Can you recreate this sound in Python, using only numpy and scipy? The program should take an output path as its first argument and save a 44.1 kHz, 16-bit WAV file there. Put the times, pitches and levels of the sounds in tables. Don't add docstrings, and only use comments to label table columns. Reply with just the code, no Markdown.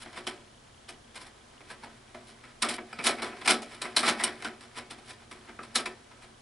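import sys
import numpy as np
from scipy import signal
from scipy.fft import rfft, irfft, next_fast_len
from scipy.io import wavfile
from scipy.ndimage import uniform_filter1d

SR = 44100
rng = np.random.default_rng(int(sys.argv[2]) if len(sys.argv) > 2 else 0)


def unload_wav(signal):
    wavfile.write(
        sys.argv[1],
        SR,
        np.round(np.clip(np.atleast_2d(signal).T, -1, 1) * 32767).astype(np.int16),
    )


N = 282681
TIME = np.arange(N) / SR
FFT_SIZE = next_fast_len(N + SR, True)
FREQS = np.maximum(np.fft.rfftfreq(FFT_SIZE, 1 / SR), 1)

CARD_KNOCKS = [(0.059, -36, -20, .065, 0), (0.129, -44, -7, .15, 0), (0.268, -29, -2, .16, 3240),
               (1.605, -44.5, -18, .07, 0), (1.7, -42, -10, .2, 1650), (1.833, -41.5, -8, .13, 900),
               (2.145, -39.5, -14, .11, 635), (2.437, -45, -13, .16, 0), (2.6205, -26, 6, .1, 0),
               (2.629, -25, -7, .26, 1286), (2.687, -31, 6, .17, 0), (2.738, -38.5, 5, .11, 0),
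               (2.782, -30.5, -30, .08, 0), (2.928, -29, -13, .022, 0), (2.988, -28, -16, .14, 2400),
               (3.04, -29, 3, .28, 0), (3.22, -25.5, -7, .21, 0), (3.413, -35, -11, .11, 0),
               (3.476, -17.5, -1, .22, 2300), (3.619, -40, 2, .14, 0), (3.8155, -32, 1, .18, 0),
               (3.9645, -21, 5, .18, 4130), (4.029, -23, -6, .21, 1260), (4.199, -26.5, -9, .16, 2000),
               (4.237, -25.5, 9, .07, 8900), (4.423, -29.5, -10, .015, 0), (4.446, -28.5, -9, .17, 1496),
               (4.607, -47, -1, .3, 0), (4.756, -43, -4, .1, 0), (4.981, -47, -4, .1, 0),
               (5.589, -35.5, -28, .09, 1273), (5.756, -25.5, 7, .13, 3970), (5.856, -31.5, -5, .15, 2460)]
# stop_s, level_db, hardness_db, swell_s
CARD_SLIDES = [(0.022, -43.5, 3, .03), (0.177, -34, -5, .03), (0.89, -39.5, 0, .011),
               (1.165, -40.5, -1, .03), (1.215, -44, 1, .03), (1.265, -47, -3, .03), (1.71, -41, -2, .035),
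               (1.842, -42, -9, .03), (2.295, -51, 2, .08), (2.705, -31, -4, .02), (3.072, -21, 4, .032),
               (3.09, -24, -8, .03), (3.19, -32, -14, .022), (3.33, -41, -20, .05), (3.37, -42.5, -10, .02),
               (3.459, -26.5, -2, .014), (3.506, -18.5, 1, .028), (3.745, -44.5, 0, .07),
               (3.855, -33.5, -20, .06), (4.088, -18, -2, .055), (4.195, -35, -5, .03),
               (4.277, -31, -6, .1), (4.445, -37, -4, .025), (4.78, -33.5, -5, .03),
               (4.908, -37.5, -1, .01), (5.107, -41.5, 1, .06), (5.313, -41, -2, .006),
               (5.492, -42, -18, .028), (5.633, -42.5, -3, .01), (5.756, -27, 5, .009),
               (5.795, -32.5, -3, .04), (6.112, -48, -14, .01), (6.231, -45.5, -4, .024)]
# time_s, level_db
RUB_LEVELS = [(0.2, -51), (0.55, -65), (1.9, -60), (2.9, -59), (3.3, -50), (3.7, -53), (4.35, -46),
              (4.6, -60), (5.55, -59), (6.4, -62)]
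# low_hz, high_hz, tail_share, tail_t60_s
CONTACT_BANDS = [(92, 687, 0.39, 0.43), (702, 2725, 0.41, 0.15), (2660, 5660, 0.12, 0.17),
                 (5970, 10700, 0, 0.6)]
# pitch_hz, width_hz, gain_db
STEEL_MODES = [(232.8, 22, 3.5), (365.7, 28, 0.5), (706, 160, -5.5), (1009, 15, 0), (1303, 53, -1.5),
               (2054, 190, -16), (2240, 36, -6), (3010, 18, -4.5), (3285, 43, -7.5), (3520, 23, -8),
               (3800, 35, -9), (4090, 81, -7.5)]
# freq_hz, gain_db
STEEL_COLOUR = [(90, -25.5), (185, -13.5), (300, -6), (520, -9.5), (900, -7.5), (1400, -6), (2400, -5.5),
                (2800, -12.5), (4300, -12.5), (5500, -10.5), (6400, -22.5), (7200, -17.5), (8300, -13),
                (11000, -12.5)]
# freq_hz, side_vs_mid_db
CASE_SPREAD = [(170, -24), (600, -17), (3000, -11)]
# time_s, level_db
TICKING_LEVELS = [(0.8, -59.5), (1.1, -61.5), (3.0, -65)]
# freq_hz, gain_db
ROOM_COLOUR = [(12, -30), (20, -4.5), (124, -6.5), (194, -13.5), (233, -2), (273, -13), (365, -12),
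               (603, -14.5), (1260, -17.5), (1370, -19.5), (1520, -17), (2200, -24), (3100, -21),
               (11000, -28.5), (14300, -78), (22000, -120)]
# freq_hz, side_vs_mid_db
ROOM_SPREAD = [(80, -17), (200, -12), (600, 2.5), (11000, -6)]
# pitch_hz, rms_db
HUM_PARTIALS = [(120, -68), (240, -79)]

KNOCK_SWELL_S, SLIDE_T60_S = .0014, .125
GRAZE_DB, GRAZE_SWELL_S = -22, .014
CUTOFF_HZ = 11020


def card_in_case(level_db, build_cycles):
    body = chassis(modes_db=0.5)
    body = body / np.sqrt(np.mean(body ** 2 * (FREQS < CUTOFF_HZ)))
    grit_db = chatter(per_s=800, spread_db=3.5)
    powers = contact_power() + rubbing_power(per_s=22, uneven_db=3.0, hardness_db=-7)
    out = 0
    for (low, high, tail_share, tail_t60), power in zip(CONTACT_BANDS, powers):
        grit = rms_one(from_db(grit_db * np.sqrt(high / CUTOFF_HZ)))
        envelope = np.sqrt(build_up(power, build_cycles / high))
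        force = envelope * grit * rng.standard_normal((2, N))
        band = 1 / np.sqrt((1 + (low / FREQS) ** 10) * (1 + (FREQS / high) ** 10))
        vibration = filtered(force, causal(body * band))
        out = out + diffuse_tail(vibration, tail_share, tail_t60)
    return from_db(level_db) * stereo(out, CASE_SPREAD)


def contacts():
    knocks = [(s, db, hardness, KNOCK_SWELL_S, t60) for s, db, hardness, t60, _ in CARD_KNOCKS]
    slides = [(s, db, hardness, swell, SLIDE_T60_S) for s, db, hardness, swell in CARD_SLIDES]
    return knocks + slides


def band_levels(level_db, hardness_db):
    thud_db = 1.2 - .12 * hardness_db
    clink_db = 1.3 + .68 * hardness_db
    return level_db + np.array([thud_db, 0, clink_db, hardness_db])


def contact_power():
    power = np.zeros((len(CONTACT_BANDS), N))
    for peak_s, level_db, hardness_db, swell_s, t60 in contacts():
        start_s = peak_s - 2 * max(swell_s, GRAZE_SWELL_S)
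        span = slice(max(int(start_s * SR), 0), int((peak_s + t60) * SR))
        t = TIME[span] - peak_s
        rise_db = np.maximum(20 * t / swell_s, GRAZE_DB + 20 * t / GRAZE_SWELL_S)
        envelope_db = np.where(t < 0, rise_db, -60 * t / t60)
        power[:, span] += from_db(band_levels(level_db, hardness_db)[:, None] + envelope_db) ** 2
    return power


def chatter(per_s, spread_db):
    slip_index = np.cumsum(rng.random(N) < per_s / SR)
    return spread_db * np.clip(rng.standard_normal(N), -2, 2)[slip_index]


def chassis(modes_db):
    power = from_db(at_freqs(STEEL_COLOUR)) ** 2
    for hz, width_hz, db in STEEL_MODES:
        width_hz = max(width_hz, hz / 30)
        detuning = 2 * (FREQS - hz) / width_hz
        power = power + from_db(db + modes_db) ** 2 / (1 + detuning ** 2) ** 2
    return np.sqrt(power)


def build_up(power, lag_s):
    pole = np.exp(-1 / (lag_s * SR))
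    return signal.lfilter([1 - pole], [1, -pole], power)


def diffuse_tail(x, share, t60):
    tail = rng.standard_normal(SR) * from_db(-60 * TIME[:SR] / t60)
    response = np.sqrt(1 - share) + np.sqrt(share) * rfft(tail / np.linalg.norm(tail), FFT_SIZE)
    colour = np.sqrt(uniform_filter1d(np.abs(response) ** 2, size=200))
    return filtered(x, response / causal(colour))


def spot_rings(detune, mode_db, count=5):
    out = np.zeros(N)
    crossovers_hz = [high for _, high, *_ in CONTACT_BANDS[1:-1]]
    for start_s, level_db, hardness_db, _, hz in CARD_KNOCKS:
        if hz > 0:
            band = 1 + np.searchsorted(crossovers_hz, hz)
            db = band_levels(level_db, hardness_db)[band] + mode_db
            t60 = .13 * (2000 / hz) ** .5
            offsets = (np.arange(count) + rng.random(count)) / count * 2 - 1
            for offset in offsets:
                add_mode(out, start_s, hz * (1 + detune * offset), db, t60)
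    return out


def small_rings(ring_db, typical_t60_s, count=2):
    out = np.zeros(N)
    for peak_s, level_db, hardness_db, *_ in contacts():
        for (low, high, *_), db in zip(CONTACT_BANDS[1:], band_levels(level_db, hardness_db)[1:]):
            for place, sustain in rng.random((count, 2)):
                hz = low + (high - low) * place
                add_mode(out, peak_s, hz, db + ring_db, typical_t60_s * (.5 + sustain))
    return out


def add_mode(out, start_s, hz, db, t60, rise_s=0.0015):
    span = slice(int(start_s * SR) + 1, int((start_s + t60) * SR))
    t = TIME[span] - start_s
    envelope = (1 - np.exp(-t / rise_s)) * from_db(db - 60 * t / t60)
    out[span] += envelope * np.sin(2 * np.pi * (hz * t + rng.random()))


def rubbing_power(per_s, uneven_db, hardness_db):
    grip = rng.standard_normal(1000)
    grip_db = uneven_db * np.interp(TIME * per_s, np.arange(len(grip)), grip)
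    tint = from_db(band_levels(0, hardness_db))[:, None]
    return (tint * from_db(at_times(RUB_LEVELS) + grip_db)) ** 2


def faint_ticking(per_s, centre_hz, width_hz, half_length_s, uneven_db):
    ticks = (TIME - .013) * per_s + .5
    from_tick_s = (ticks % 1 - .5) / per_s
    pulses = np.exp(-(from_tick_s / half_length_s) ** 2)
    accent_db = uneven_db * np.clip(rng.standard_normal(N), -2, 1.5)[ticks.astype(int)]
    band = 1 / (1 + ((FREQS - centre_hz) / width_hz) ** 4)
    noise = rms_one(filtered(rng.standard_normal(N), band))
    return noise * pulses * from_db(at_times(TICKING_LEVELS) + accent_db)


def room_tone(air_db):
    air = rms_one(filtered(rng.standard_normal((2, N)), from_db(at_freqs(ROOM_COLOUR))))
    hum = sum(from_db(db) * np.sqrt(2) * np.sin(2 * np.pi * (hz * TIME + rng.random()))
              for hz, db in HUM_PARTIALS)
    return from_db(air_db) * stereo(air, ROOM_SPREAD) + hum


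def from_db(db):
    return 10 ** (np.asarray(db) / 20)


def rms_one(x):
    return x / np.sqrt(np.mean(x ** 2) + 1e-20)


def at_times(points):
    return np.interp(TIME, *np.transpose(points))


def at_freqs(points):
    hz, value = np.transpose(points)
    return np.interp(np.log(FREQS), np.log(hz), value)


def filtered(x, response):
    return irfft(rfft(x, FFT_SIZE) * response, FFT_SIZE)[..., :N]


def causal(magnitude):
    cepstrum = irfft(np.log(magnitude + 1e-6), FFT_SIZE)
    cepstrum[1:FFT_SIZE // 2] *= 2
    cepstrum[FFT_SIZE // 2 + 1:] = 0
    return np.exp(rfft(cepstrum))


def stereo(pair, spread):
    mid, side = pair[0], filtered(pair[1], from_db(at_freqs(spread)))
    return np.array([mid + side, mid - side])


def scene():
    rings = spot_rings(detune=0.09, mode_db=-7.5) + small_rings(ring_db=-14.0, typical_t60_s=0.095)
    ticking = faint_ticking(per_s=30, centre_hz=3080, width_hz=390, half_length_s=0.0029, uneven_db=2.5)
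    card = card_in_case(level_db=-0.5, build_cycles=4.2)
    return card + rings + ticking + room_tone(air_db=-57.5)


def record(dry):
    return signal.sosfilt(signal.cheby1(14, .2, CUTOFF_HZ, fs=SR, output="sos"), dry)


dry = scene()
out = record(dry)
unload_wav(out)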